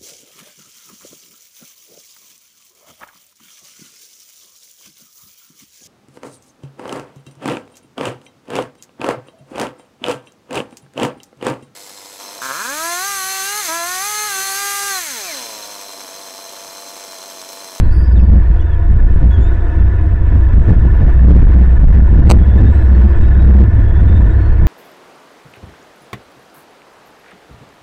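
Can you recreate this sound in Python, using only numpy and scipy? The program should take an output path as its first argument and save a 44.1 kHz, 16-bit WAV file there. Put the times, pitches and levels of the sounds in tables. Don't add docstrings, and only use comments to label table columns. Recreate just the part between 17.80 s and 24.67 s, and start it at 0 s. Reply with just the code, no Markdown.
import sys
import numpy as np
from scipy import signal
from scipy.fft import rfft, irfft, next_fast_len
from scipy.io import wavfile
from scipy.ndimage import uniform_filter1d

SR = 44100
rng = np.random.default_rng(int(sys.argv[2]) if len(sys.argv) > 2 else 0)


def unload_audio(sound):
    columns = np.transpose(np.atleast_2d(sound))
    steps = np.round(np.clip(columns, -1, 1) * 32767)
    wavfile.write(sys.argv[1], SR, steps.astype(np.int16))


def ratio_of_db(decibels):
    return 10 ** (np.asarray(decibels, float) / 20)


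N = 302967


def rms_one(x):
    return x / np.sqrt(np.mean(x ** 2) + 1e-20)


def in_time(rows):
    s, *columns = np.transpose(rows)
    return [np.interp(np.arange(N) / SR, s, c) for c in columns]


def gate(rows, fade_s):
    t = np.arange(N) / SR
    to_nearest_end = np.minimum(t - rows[0][0], rows[-1][0] - t)
    return np.clip(to_nearest_end / fade_s + .5, 0, 1) ** 2


def drift(rate_hz):
    pole = np.exp(-80 * np.pi * rate_hz / SR)
    noise = rng.standard_normal(N // 40 + 2002)
    slow = signal.lfilter([1], [1, -2 * pole, pole * pole], noise)[2000:]
    return np.interp(np.arange(N) / 40, np.arange(len(slow)), rms_one(slow))


def coloured_noise(spectrum, peaks=()):
    size = next_fast_len(N)
    hz = np.arange(size // 2 + 1) * SR / size + 1e-3
    corner_hz, corner_db = np.transpose(spectrum)
    db = np.interp(np.log(hz), np.log(corner_hz), corner_db)
    for centre_hz, width_hz, top_db in peaks:
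        db = db + top_db / (1 + (2 * (hz - centre_hz) / width_hz) ** 2)
    white = rfft(rng.standard_normal(size))
    return rms_one(irfft(white * ratio_of_db(db), size)[:N])


def tone(hz):
    return np.sqrt(2) * np.sin(2 * np.pi * (np.cumsum(hz) / SR + rng.random()))


# [peak t/s, peak level/dB, length/s]
GUST_PEAKS = [(0, -0.5, 0.16), (0.508, -10.5, .25), (1.163, -10, 0.22), (1.363, -6, .2),
              (2.035, -13.5, 0.23), (2.259, -8.5, .12), (2.774, -5.5, 0.14), (3.03, -7, 0.32),
              (3.59, -1, 0.22), (4.057, -5, 0.45), (4.41, -5.5, .12), (4.571, -4.5, 0.12),
              (4.889, -10.5, .1), (5.451, -9, .35), (6.222, -6.5, 0.12), (6.845, -2, 0.14)]
# [f/Hz, density level/dB]
WIND_COLOUR = [(5, -3), (12, -2), (30, 2.5), (60, -3.5), (90, -8), (130, -19.5), (220, -30), (400, -70.5),
               (1500, -110), (16000, -170)]
CALM_DB, GUST_RISE_SHARE = -14.5, 0.44


def wind(lumpy_db=1.5):
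    t = np.arange(N) / SR
    power = np.full(N, ratio_of_db(CALM_DB) ** 2)
    for s, peak_db, length_s in GUST_PEAKS:
        side_s = length_s * np.where(t < s, GUST_RISE_SHARE, 1 - GUST_RISE_SHARE)
        power += ratio_of_db(peak_db) ** 2 * np.exp(-2 * np.abs(t - s) / side_s)
    lumps = ratio_of_db(lumpy_db * drift(6.0))
    return np.sqrt(power) * lumps * coloured_noise(WIND_COLOUR)


# [t/s, f/Hz, level/dB]
ENGINE_NOTE = [(0, 60.2, -13.5), (.55, 58.05, -12), (1, 58.02, -19), (1.5, 58.98, -12.5), (2, 59.19, -21),
               (2.5, 59.85, -15.5), (3.6, 60.3, -9), (4.2, 61.38, -7), (4.8, 62.53, -13.5),
               (5.5, 63.62, -9), (6.3, 63.93, -13), (6.87, 65.12, -16)]
# [start t/s, end t/s, first f/Hz, last f/Hz, level/dB]
VEHICLE_PASSES = [(0, 2.92, 77.1, 90.5, -20), (2.5, 3.92, 67, 78.92, -18), (2.5, 3.34, 109.6, 106.6, -23.5),
                  (4, 6.87, 73.35, 84.34, -14.5), (4.499, 7.1, 103, 98.5, -18.5)]


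def engines(waver=.006, flutter_db=3.5):
    notes = [ENGINE_NOTE]
    for s, end_s, hz, end_hz, db in VEHICLE_PASSES:
        notes.append([(s, hz, db), (end_s, end_hz, db)])
    out = np.zeros(N)
    for rows in notes:
        hz, level_db = in_time(rows)
        note = tone(hz * (1 + waver * drift(3.0)))
        out += gate(rows, 0.38) * ratio_of_db(level_db + flutter_db * drift(3.7)) * note
    return out


# [f/Hz, spread level/dB before the cap]
HOLE_DEPTH = [(800, 1.5), (1900, 3.5), (2500, 7), (5000, 9.5), (9000, 7)]
HOLE_TOP = 0.47


def patchy_treble(sound):
    hz, _, cells = signal.stft(sound, SR, nperseg=1536)
    chance = rms_one(uniform_filter1d(rng.standard_normal(cells.shape), size=4, axis=0))
    spread_db = np.interp(hz, *np.transpose(HOLE_DEPTH))[:, None]
    gain = ratio_of_db(spread_db * np.minimum(chance, HOLE_TOP))
    gain /= np.sqrt(np.mean(gain ** 2, axis=1, keepdims=True))
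    return rms_one(signal.istft(cells * gain, SR, nperseg=1536)[1][:N])


# [t/s, level/dB]
ROAR_LEVEL = [(0, -33), (.5, -34.5), (1.8, -31.5), (2.4, -33), (3.3, -30), (4.4, -30.5), (5.6, -29.5),
              (6.87, -31)]
# [f/Hz, density level/dB]
ROAR_COLOUR = [(120, -13), (250, -5), (500, -5.5), (800, -18), (1250, -17), (1900, -17.5), (2100, -21.5),
               (3000, -30.5), (3600, -31), (4300, -41), (5700, -42.5), (6300, -47), (9400, -49.5),
               (10200, -67), (16000, -64.5)]
# [centre f/Hz, width/Hz, boost level/dB]
HOUSING_PEAKS = [(327.2, 62, 14.5), (689.6, 40, 12), (964, 190, 11), (1467, 75, 10.5), (1740, 130, 12.5),
                 (2594, 150, 4)]


def road(uneven_db=0.77):
    roar = patchy_treble(coloured_noise(ROAR_COLOUR, HOUSING_PEAKS))
    return ratio_of_db(in_time(ROAR_LEVEL)[0] + uneven_db * drift(8.8)) * roar


# [t/s, f/Hz, level/dB, octave level/dB]
WHISTLES = [
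    [(0, 3980, -63, -72), (.06, 4040, -62, -74), (.09, 4070, -64, -80), (.13, 4020, -66, -85)],
    [(.005, 4270, -66, -85), (.035, 4290, -65, -82), (.06, 4340, -64, -70), (.078, 4380, -70, -80),
     (.1, 4490, -62, -76), (.115, 4600, -55, -66), (.13, 4630, -54, -63), (.155, 4640, -55, -62),
     (.172, 4600, -59, -66), (.19, 4700, -56, -66), (.203, 4810, -55, -68), (.225, 4720, -55, -65),
     (.238, 4700, -53, -67), (.257, 4880, -54, -78), (.285, 4860, -59, -90), (.305, 4860, -66, -90),
     (.325, 4800, -55, -72), (.34, 4620, -56, -74), (.352, 4250, -64, -90), (.365, 3800, -54, -74),
     (.378, 3480, -48, -62), (.39, 2950, -54, -85), (.398, 2560, -46, -64), (.414, 2470, -47, -75)],
    [(.125, 5200, -62, -95), (.16, 5150, -63, -95), (.185, 5140, -63, -95), (.205, 5150, -80, -95),
     (.235, 5200, -63, -95), (.265, 5330, -65, -95), (.285, 5300, -85, -95), (.315, 5200, -80, -95),
     (.328, 5150, -62, -95), (.342, 5150, -82, -95), (.38, 5220, -82, -95), (.398, 5180, -62, -95),
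     (.43, 5150, -74, -95)],
    [(.36, 4680, -68, -95), (.41, 4650, -64, -95), (.45, 4620, -66, -95), (.51, 4615, -69, -95),
     (.545, 4580, -72, -95), (.575, 4545, -67, -95), (.6, 4600, -74, -95), (.72, 4600, -80, -95),
     (.75, 4605, -65, -95), (.775, 4600, -72, -95)],
    [(.62, 4220, -66, -95), (.645, 4200, -72, -95), (.665, 4165, -69, -95), (.69, 4230, -64, -95),
     (.72, 4180, -64, -95), (.74, 4200, -71, -95), (.77, 4240, -68, -95)],
    [(.785, 3150, -57, -85), (.805, 3390, -51, -78), (.82, 3450, -58, -74), (.845, 3510, -69, -88),
     (.882, 3560, -59, -85), (.9, 3480, -62, -85), (.928, 3330, -50, -80), (.95, 3230, -59, -85),
     (.962, 3050, -65, -90)],
    [(.811, 3085, -53, -63), (.831, 2760, -47, -63)],
    [(1.5, 3370, -58, -80), (1.515, 3370, -51, -70), (1.534, 3400, -46, -65), (1.552, 3310, -47, -66),
     (1.565, 3270, -49, -80), (1.582, 3300, -48, -85), (1.595, 3400, -57, -76), (1.61, 3490, -59, -67),
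     (1.644, 3556, -53, -60), (1.674, 3620, -52, -66), (1.69, 3660, -55, -76), (1.702, 3730, -63, -78),
     (1.722, 3620, -57, -80)],
    [(4.57, 3340, -57, -85), (4.65, 3346, -55, -82), (4.67, 3370, -64, -85), (4.702, 3410, -55, -80),
     (4.74, 3500, -57, -71), (4.796, 3617, -55, -72), (4.825, 3620, -66, -85), (4.876, 3650, -51, -74),
     (4.895, 3690, -53, -68), (4.91, 3770, -63, -65), (4.94, 3865, -63, -65), (4.97, 4010, -61, -62),
     (5.005, 3980, -63, -69), (5.035, 4020, -60, -63), (5.06, 4070, -68, -80), (5.09, 4170, -71, -88),
     (5.12, 4270, -63, -88), (5.145, 4310, -65, -88), (5.17, 4280, -71, -88), (5.205, 4180, -64, -76),
     (5.228, 4000, -71, -80), (5.248, 3860, -66, -78), (5.266, 3670, -57, -75), (5.29, 3560, -72, -88)],
    [(5.385, 5650, -68, -90), (5.41, 5420, -66, -90), (5.43, 5050, -68, -90)],
    [(4.97, 5400, -74, -95), (5.04, 5520, -73, -95), (5.11, 5560, -69, -95), (5.17, 5640, -71, -95),
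     (5.23, 5520, -73, -95)],
    [(5.26, 4880, -70, -95), (5.34, 4870, -73, -95), (5.4, 4880, -70, -95), (5.49, 4935, -70, -95)],
    [(5.32, 3280, -64, -88), (5.365, 3335, -58, -88), (5.385, 3600, -70, -85), (5.4, 3720, -63, -78),
     (5.45, 3765, -60, -78), (5.48, 3815, -58, -78), (5.51, 3750, -69, -80), (5.54, 3670, -62, -76),
     (5.57, 3750, -59, -76), (5.6, 3810, -55, -76), (5.635, 3805, -58, -82), (5.66, 3720, -63, -82),
     (5.695, 3755, -61, -88), (5.74, 3730, -65, -88)],
    [(6.01, 3270, -62, -80), (6.035, 3300, -59, -80), (6.062, 3340, -65, -80), (6.085, 3361, -55, -80),
     (6.12, 3385, -60, -76), (6.158, 3442, -54, -73), (6.19, 3490, -57, -85), (6.21, 3505, -66, -88),
     (6.27, 3530, -64, -85), (6.3, 3560, -52, -80), (6.33, 3590, -54, -78), (6.36, 3635, -52, -72),
     (6.388, 3670, -51, -68), (6.41, 3700, -64, -70), (6.44, 3690, -64, -72), (6.48, 3700, -74, -73),
     (6.512, 3765, -57, -67), (6.54, 3810, -60, -72), (6.555, 4000, -70, -80), (6.575, 4200, -63, -88),
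     (6.6, 4300, -63, -90), (6.635, 4300, -66, -90), (6.665, 4310, -56, -86), (6.695, 4330, -66, -90),
     (6.71, 4420, -80, -90), (6.726, 4450, -58, -90), (6.742, 4450, -82, -95), (6.765, 4440, -78, -95),
     (6.783, 4440, -60, -90), (6.8, 4460, -66, -90)],
]
FIRM_DB = -55
FLICKER_DB, FLICKER_GROWTH = 1.8, .13
GLIDE_ROUGHENS = 1.6


def chicks(waver=.003):
    out = np.zeros(N)
    for rows in WHISTLES:
        hz, level_db, octave_db = in_time(rows)
        flicker_db = FLICKER_DB + FLICKER_GROWTH * np.maximum(FIRM_DB - level_db, 0)
        glide = np.abs(np.gradient(np.log2(hz))) * SR / 100
        wobble = waver * flicker_db / FLICKER_DB + GLIDE_ROUGHENS * glide ** 2
        hz = hz * (1 + wobble * drift(80.0))
        breath = gate(rows, .02) * ratio_of_db(flicker_db * drift(32.0))
        out += breath * (ratio_of_db(level_db) * tone(hz) + ratio_of_db(octave_db) * tone(2 * hz))
    return out


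# [centre t/s, level/dB, length/s]
BUFFET_HITS = [(0.406, -12, 0.061), (0.552, -8, 0.05), (0.703, -8.5, 0.037), (1.443, -3.5, 0.058),
               (1.592, -7, .06), (2.542, -6.5, .07), (2.91, -1.5, 0.066), (3.048, -6.5, 0.064),
               (3.242, -4.5, 0.1), (3.509, -4, 0.055), (4.188, -8.5, 0.087), (4.349, -2.5, 0.083),
               (4.508, -4, 0.1), (4.836, -4.5, 0.13), (5.818, -3, 0.06), (6.213, -9.5, 0.05),
               (6.463, -4.5, 0.082)]
BUFFET_HZ, BUFFET_WIDTH_HZ = 54.52, 45


def buffets():
    t, swell = np.arange(N) / SR, np.zeros(N)
    for s, level_db, length_s in BUFFET_HITS:
        swell += ratio_of_db(level_db) * np.exp(-(2 * (t - s) / length_s) ** 2)
    edges = [BUFFET_HZ - BUFFET_WIDTH_HZ / 2, BUFFET_HZ + BUFFET_WIDTH_HZ / 2]
    band = signal.butter(2, edges, "band", fs=SR, output="sos")
    shake = signal.sosfilt(band, rng.standard_normal(N))
    return swell * shake / np.sqrt(uniform_filter1d(shake ** 2, size=2000) + 1e-12)


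OVERLOAD = .705
STUTTER_JUMPS = [-13, -2, -14, 1, -4, -20]
STUTTER_START_S, STUTTER_PERIOD_S = 4.4963, .00533
STUTTER_S, STUTTER_RIPPLE_HZ = .00056, 8500


def stutter(x, ripple=0.24, half_ripple=0.1, rough=.07, sag=.06, edge_hz=10500, hiss_db=-36, hiss_hz=9000):
    jumps, width = np.zeros_like(x), round(STUTTER_S * SR)
    turn = 2 * np.pi * STUTTER_RIPPLE_HZ * (np.arange(width) - (width - 1) / 2) / SR
    shape = 1 + ripple * np.cos(turn) + half_ripple * np.cos(turn / 2)
    grit = rng.standard_normal((len(STUTTER_JUMPS), width))
    for k, jump_db in enumerate(STUTTER_JUMPS):
        at = round((STUTTER_START_S + k * STUTTER_PERIOD_S) * SR)
        away = -np.sign(x[:, at:at + 1])
        tilt = sag * grit[k, 0] * np.linspace(-1, 1, width)
        jumps[:, at:at + width] = away * ratio_of_db(jump_db) * (shape + rough * grit[k] + tilt)
    periods = (np.arange(N) / SR - STUTTER_START_S) / STUTTER_PERIOD_S
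    hissing = (periods > 0) * (periods < len(STUTTER_JUMPS) - 2) * (np.abs(x) < OVERLOAD)
    hiss_filter = signal.butter(4, hiss_hz, fs=SR, output="sos")
    hiss = ratio_of_db(hiss_db) * signal.sosfilt(hiss_filter, rng.standard_normal(N))
    edge_filter = signal.butter(1, edge_hz, fs=SR, output="sos")
    return x + hiss * hissing + signal.sosfilt(edge_filter, jumps)


def scene():
    return (wind() + engines() + road() + chicks() + buffets())[None]


INPUT_GAIN_DB, INPUT_TOP_HZ = 2.5, 13300


def roll_off(x):
    return signal.sosfilt(signal.butter(12, 16600, fs=SR, output="sos"), x)


def record(dry):
    overloaded = np.clip(ratio_of_db(INPUT_GAIN_DB) * dry, -OVERLOAD, OVERLOAD)
    clipped = np.clip(stutter(overloaded), -OVERLOAD, OVERLOAD)
    rolled = signal.sosfilt(signal.butter(2, INPUT_TOP_HZ, fs=SR, output="sos"), clipped)
    return roll_off(rolled)


dry = scene()
out = record(dry)
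unload_audio(out)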